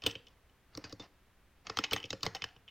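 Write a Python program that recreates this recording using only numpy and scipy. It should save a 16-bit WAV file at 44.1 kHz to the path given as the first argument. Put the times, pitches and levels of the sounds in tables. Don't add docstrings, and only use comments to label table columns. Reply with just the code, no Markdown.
import sys
import numpy as np
from scipy import signal
from scipy.fft import rfft, irfft
from scipy.io import wavfile

SR = 44100
rng = np.random.default_rng(int(sys.argv[2]) if len(sys.argv) > 2 else 0)


def wrap_up_sound(samples):
    columns = np.atleast_2d(samples).T
    tamed = np.clip(columns, -1, 1)
    steps = np.round(tamed * 32767).astype(np.int16)
    wavfile.write(sys.argv[1], SR, steps)


N = 119070
T = np.arange(8192) / SR
HZ = np.fft.rfftfreq(len(T), 1 / SR)
LEAD_S, REFERENCE_S = .02, .01
KEY_DETUNE = .02

# low edge in Hz, high edge in Hz.
PLASTIC_BANDS = [(680, 2545), (2450, 3700), (3700, 7070), (7600, 14350)]
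# pitch in Hz, relative level in dB, T60 in seconds.
CASE_MODES = [(200, -11, 0.12), (249, -3, 0.056), (301, -1.5, .09), (355.4, -1.5, .045), (455.2, 2, 0.067),
              (532.8, -4, 0.092), (612, -6, 0.037)]


def keystrokes(resonance):
    # start in seconds, rattle decay in seconds, levels in dB
    # of desk, case, plate, cap, click and snap, then the favoured Hz of case, plate, cap and click.
    strokes = [(0.0376, 0.00092, -46.5, -51.5, -55.5, -43.5, -50.5, -66.5, 267, 1130, 3180, 3700),
               (0.0626, 0.0061, -55, -32, -40, -30, -35, -47.5, 452, 740, 3130, 3750),
               (0.066, 0.00083, -40, -40.5, -40, -29.5, -40.5, -40.5, 450, 1930, 2960, 3430),
               (0.153, 0.0039, -52, -49, -54.5, -42.5, -59, -76, 514, 2300, 3160, 5700),
               (0.7506, 0.0016, -51, -58.5, -58, -95, -49, -84, 202, 1320, 3570, 4600),
               (0.7746, 0.0013, -50, -40.5, -52.5, -79, -66, -62, 300, 1060, 3460, 4670),
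               (0.84, 0.011, -51.5, -51, -48.5, -57, -48.5, -82, 282, 1540, 2520, 4860),
               (0.925, 0.0018, -47.5, -45, -55, -89, -48.5, -70, 290, 1140, 2520, 4670),
               (0.9967, 0.0098, -53, -47.5, -55, -55.5, -48, -82, 290, 940, 3590, 3570),
               (1.6682, 0.0025, -59, -62.5, -47, -50, -48, -82, 610, 2120, 3380, 4450),
               (1.6971, 0.0031, -51.5, -44, -40, -50.5, -42, -80, 477, 1180, 2620, 5100),
               (1.7712, 0.0017, -45.5, -49.5, -37.5, -41.5, -37, -56, 422, 2070, 3240, 5680),
               (1.7876, 0.0012, -49, -36.5, -31.5, -35.5, -37, -52, 260, 1275, 3180, 5180),
               (1.838, 0.0059, -56.5, -51, -37.5, -33, -36.5, -63.5, 456, 2110, 2570, 3900),
               (1.9318, 0.0045, -41.5, -35.5, -35.5, -30.5, -35, -41, 428, 2250, 3190, 3960),
               (1.962, 0.0057, -54, -51.5, -37, -42.5, -43.5, -64, 280, 1970, 3530, 6330),
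               (2.04, 0.0032, -51, -48.5, -77, -42, -56.5, -86, 517, 2300, 2980, 5750),
               (2.1045, 0.0025, -50, -52, -46.5, -46, -37, -63.5, 280, 2050, 2700, 3770),
               (2.1287, 0.0033, -44.5, -39, -44.5, -49, -44.5, -69, 557, 735, 2860, 5040),
               (2.2306, 0.0025, -47, -48, -42, -43, -34, -53.5, 300, 1110, 3700, 4730),
               (2.2529, 0.0046, -46.5, -47.5, -53, -63, -48, -60, 606, 1960, 3700, 3730),
               (2.2641, 0.00097, -39, -39.5, -35.5, -45, -37.5, -58.5, 407, 2010, 3120, 4230),
               (2.3478, 0.009, -57, -49.5, -41, -46, -41.5, -60, 540, 704, 3680, 5400),
               (2.42, 0.0024, -52, -57, -44.5, -39.5, -45, -75, 560, 2130, 3050, 5050),
               (2.44, 0.0022, -53.5, -51, -40, -39.5, -42.5, -62, 417, 1740, 3110, 5130),
               (2.563, 0.003, -60.5, -66, -65, -61.5, -72.5, -90, 494, 720, 2920, 5570)]
    # pitch in Hz, relative level in dB, T60 in seconds.
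    desk_modes = [(78, -5.5, .07), (99.3, -2, 0.077), (126, -2.5, 0.055), (176.7, -9.5, 0.079)]
    bass_delay_s, early_s = .0005, .0005
    out = np.zeros(N)
    for start, decay, desk_db, case_db, *plastic_db, case_hz, plate_hz, cap_hz, click_hz in strokes:
        case_modes = [(hz, db + 8 * peak(hz, case_hz, width=90), t60) for hz, db, t60 in CASE_MODES]
        thud = at_level(knock(desk_modes), desk_db) + at_level(knock(case_modes), case_db)
        add(out, start + bass_delay_s, thud)
        contact = chatter(decay, (plate_hz, cap_hz, click_hz), resonance)
        add(out, start - LEAD_S - early_s, balance_bands(contact, plastic_db))
    return out


def knock(modes, push_s=.001, spread_db=3):
    chance = rng.uniform(-1, 1, size=(len(modes), 2))
    ring = np.zeros(len(T))
    for k, ((hz, db, t60), (louder, sharper)) in enumerate(zip(modes, chance)):
        envelope = amp(db + spread_db * louder - 60 * T / t60)
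        ring += (-1) ** k * envelope * np.sin(2 * np.pi * hz * (1 + KEY_DETUNE * sharper) * T)
    return ring * np.minimum(T / push_s, 1)


def chatter(decay_s, own_hz, resonance=1):
    rise_s, slide_s, buzz_s, dull_hz = .001, .007, .008, 7460
    t = T - LEAD_S
    since = np.maximum(t, 0)
    rise = np.minimum(since / rise_s, 1) ** 1.3
    hit = rise * np.exp(-np.maximum(t - rise_s, 0) / decay_s)
    slide = (1 - rise) * amp(-26) * np.exp(-abs(t) / slide_s)
    buzz = rise * amp(-13.5) * np.exp(-since / buzz_s)
    force = rng.choice([-1., 1.], (2, len(T)))
    drive = rfft(force[0] * hit) + rfft(force[1] * (slide + buzz)) / (1 + 1j * HZ / dull_hz)
    tuning = 1 + KEY_DETUNE / 2 * rng.uniform(-1, 1)
    return irfft(drive * plastic(tuning, own_hz, resonance))


def plastic(tuning, own_hz=(), resonance=1):
    # centre in Hz, width in Hz, height in dB.
    board_peaks = [(770, 100, 5), (1120, 130, 4), (1330, 130, 5), (1860, 100, 5), (2170, 130, 5),
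                   (2580, 90, 4), (3010, 170, 9), (3210, 90, 3), (3600, 120, 3), (4400, 200, 3),
                   (4980, 220, 5), (5500, 250, 3), (6450, 140, 5), (8440, 220, 9), (13700, 500, 8)]
    # width in Hz, height in dB.
    own_peaks = [(300, 11), (220, 8), (380, 9.5)]
    # frequency in Hz, gain in dB.
    contact_tone = [(600, 1.5), (1200, 1), (1600, -0.5), (2200, 0.5), (3000, -2.5), (3500, -2.5),
                    (4500, -2), (6000, -4), (7500, -7.5), (10000, -22.5), (12500, -22.5), (15500, -6)]
    board_db = sum(height * peak(HZ, hz * tuning, width) for hz, width, height in board_peaks)
    own_db = sum(height * peak(HZ, hz, width) for hz, (width, height) in zip(own_hz, own_peaks))
    db = curve(contact_tone, HZ) + resonance * (board_db + own_db)
    log_gain = np.log(amp(np.r_[db, db[-2:0:-1]]))
    return np.exp(np.conj(signal.hilbert(log_gain)))[:len(HZ)]


def cap_ticks():
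    # start in seconds, cap level in dB, click level in dB.
    ticks = [(.0185, -52.5, -58), (0.0562, -47, -77), (0.0805, -63, -76), (.0895, -62, -77),
             (0.097, -47.5, -62), (.106, -48, -59), (0.1109, -48, -51), (0.2678, -61.5, -66),
             (0.271, -62.5, -71.5), (.2825, -67, -69), (0.495, -74, -81.5), (0.7728, -94, -46.5),
             (0.8947, -75, -60.5), (0.9231, -88, -59), (1.0223, -66.5, -65), (1.0404, -67, -79),
             (1.864, -53, -65), (1.910, -39, -46.5), (1.973, -50, -62), (1.979, -46, -58), (2, -49, -60.5),
             (2.028, -48, -58.5), (2.052, -60, -59), (2.0558, -53.5, -56.5), (2.2067, -63, -64),
             (2.3655, -49, -63), (2.4868, -61, -73), (2.678, -53.5, -76), (2.684, -56.5, -75),
             (2.6905, -58.5, -86)]
    # plate, cap and click, in Hz.
    loose_cap_hz = (2200, 2980, 5600)
    out = np.zeros(N)
    for start, cap_db, click_db in ticks:
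        case_db, plate_db, snap_db = cap_db - 23.5, cap_db - 12.5, click_db - 18
        contact = chatter(decay_s=.0019, own_hz=loose_cap_hz)
        add(out, start, at_level(knock(CASE_MODES), case_db))
        add(out, start - LEAD_S, balance_bands(contact, (plate_db, cap_db, click_db, snap_db)))
    return out


def finger_brushes():
    # start in seconds, length in seconds, level in dB.
    brushes = [(.022, 0.065, -54.5), (0.079, 0.026, -53), (0.263, 0.081, -75), (0.716, 0.15, -64.5),
               (0.852, 0.041, -60), (0.894, 0.029, -59), (1.004, 0.065, -58.5), (1.644, 0.12, -59.5),
               (1.915, 0.02, -38), (1.945, 0.048, -57), (2.236, 0.037, -46.5)]
    # frequency in Hz, gain in dB.
    friction_tone = [(150, 4.5), (400, 1.5), (1500, -1), (3000, -7.5), (5500, -2.5), (7500, -20.5),
                     (15000, -39.5)]
    out = np.zeros(N)
    for start, length, db in brushes:
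        grains = rng.standard_normal(len(T)) * rng.random(len(T)) ** 4
        swell = np.sqrt(np.maximum(np.sin(np.pi * np.minimum(T / length, 1)), 0))
        rub = irfft(rfft(grains * swell) * plastic(tuning=.94) * amp(curve(friction_tone, HZ)))
        add(out, start, at_level(rub, db) * np.sqrt(length / REFERENCE_S))
    return out


def spring_pings(t60=.1):
    # start in seconds, pitch in Hz, level in dB.
    pings = [(.841, 4655, -55), (.842, 4830, -54), (.998, 3602, -54)]
    out = np.zeros(N)
    for start, hz, db in pings:
        add(out, start, at_level(np.sin(2 * np.pi * hz * T) * amp(-60 * T / t60), db))
    return out


def room_tail(x, onset_s=.012):
    # frequency in Hz, T60 in seconds.
    decay_times = [(100, 0.15), (300, 0.56), (1000, .42), (3000, 0.4), (6000, 0.35), (9000, .22),
                   (15000, 0.22)]
    # frequency in Hz, gain in dB.
    send = [(80, -9.5), (250, -11.5), (480, -14), (1000, -13), (2000, -12.5), (3000, -18.5), (4200, -16),
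            (6000, -20), (9000, -13.5), (15000, -16)]
    hz, t, noise = signal.stft(rng.standard_normal(SR // 2), SR, nperseg=256)
    t60 = curve(decay_times, hz)[:, None]
    fade = amp(curve(send, hz)[:, None] - 60 * t / t60)
    equal_energy = np.sqrt(2 * np.log(1000) / (t60 * SR))
    tail = signal.istft(noise * fade * equal_energy, SR, nperseg=256)[1]
    build_up = np.minimum(np.arange(len(tail)) / SR / onset_s, 1) ** 2
    return signal.fftconvolve(x, tail * build_up)[:N]


def room_hush(level_db=-67):
    # frequency in Hz, relative noise density in dB.
    hush_tone = [(25, -3), (52, -0.5), (100, -7), (200, -12.5), (400, -15), (650, -19), (1100, -18.5),
                 (2000, -21), (3200, -25.5), (5000, -32.5), (8000, -37), (16000, -37)]
    noise = coloured(rng.standard_normal(N), hush_tone)
    return amp(level_db) * noise / np.sqrt(np.mean(noise ** 2))


def amp(db):
    return 10 ** (np.asarray(db) / 20)


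def at_level(x, db):
    return amp(db) * x * np.sqrt(REFERENCE_S * SR / (np.sum(x ** 2) + 1e-20))


def peak(hz, centre, width):
    return 1 / (1 + (2 * (hz - centre) / width) ** 2)


def curve(points, hz):
    point_hz, values = np.transpose(points)
    return np.interp(np.log(hz + 1), np.log(point_hz + 1), values)


def coloured(x, points):
    return irfft(rfft(x) * amp(curve(points, np.fft.rfftfreq(N, 1 / SR))), N)


def band(x, low, high):
    p = (low * high - HZ ** 2) / (1j * (HZ + 1e-3) * (high - low))
    return irfft(rfft(x) / np.prod([p - pole for pole in signal.buttap(5)[1]], axis=0))


def balance_bands(contact, levels_db):
    return sum(at_level(band(contact, *edges), db) for edges, db in zip(PLASTIC_BANDS, levels_db))


def add(mix, start_s, sound):
    part = mix[max(round(start_s * SR), 0):][:len(sound)]
    part += sound[:len(part)]


def scene():
    # frequency in Hz, side gain in dB.
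    near_width = [(100, -28), (700, -31), (2500, -38), (4000, -34), (6000, -24), (9000, -20), (14000, -26)]
    # frequency in Hz, side gain in dB.
    hush_width = [(30, -19), (150, -13), (1500, -20.5), (5000, -3), (12000, 1.5)]
    scatter_s, room_width = .0015, .079
    small_sounds = cap_ticks() + finger_brushes() + spring_pings()
    direct = keystrokes(resonance=.99) + small_sounds
    room_feed = keystrokes(resonance=.31) + small_sounds
    mid = direct + room_tail(room_feed) + room_hush()
    scatter = rng.standard_normal(len(T)) * np.exp(-T / scatter_s)
    near = signal.fftconvolve(direct, scatter / np.linalg.norm(scatter))[:N]
    side = coloured(near, near_width) + room_width * room_tail(room_feed)
    side += coloured(room_hush(), hush_width)
    return np.array([mid + side, mid - side])


def record(dry):
    low_pass = signal.firwin(511, cutoff=16200, window=("kaiser", 9), fs=SR)
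    return signal.oaconvolve(dry, low_pass[None], "same")


dry = scene()
out = record(dry)
wrap_up_sound(out)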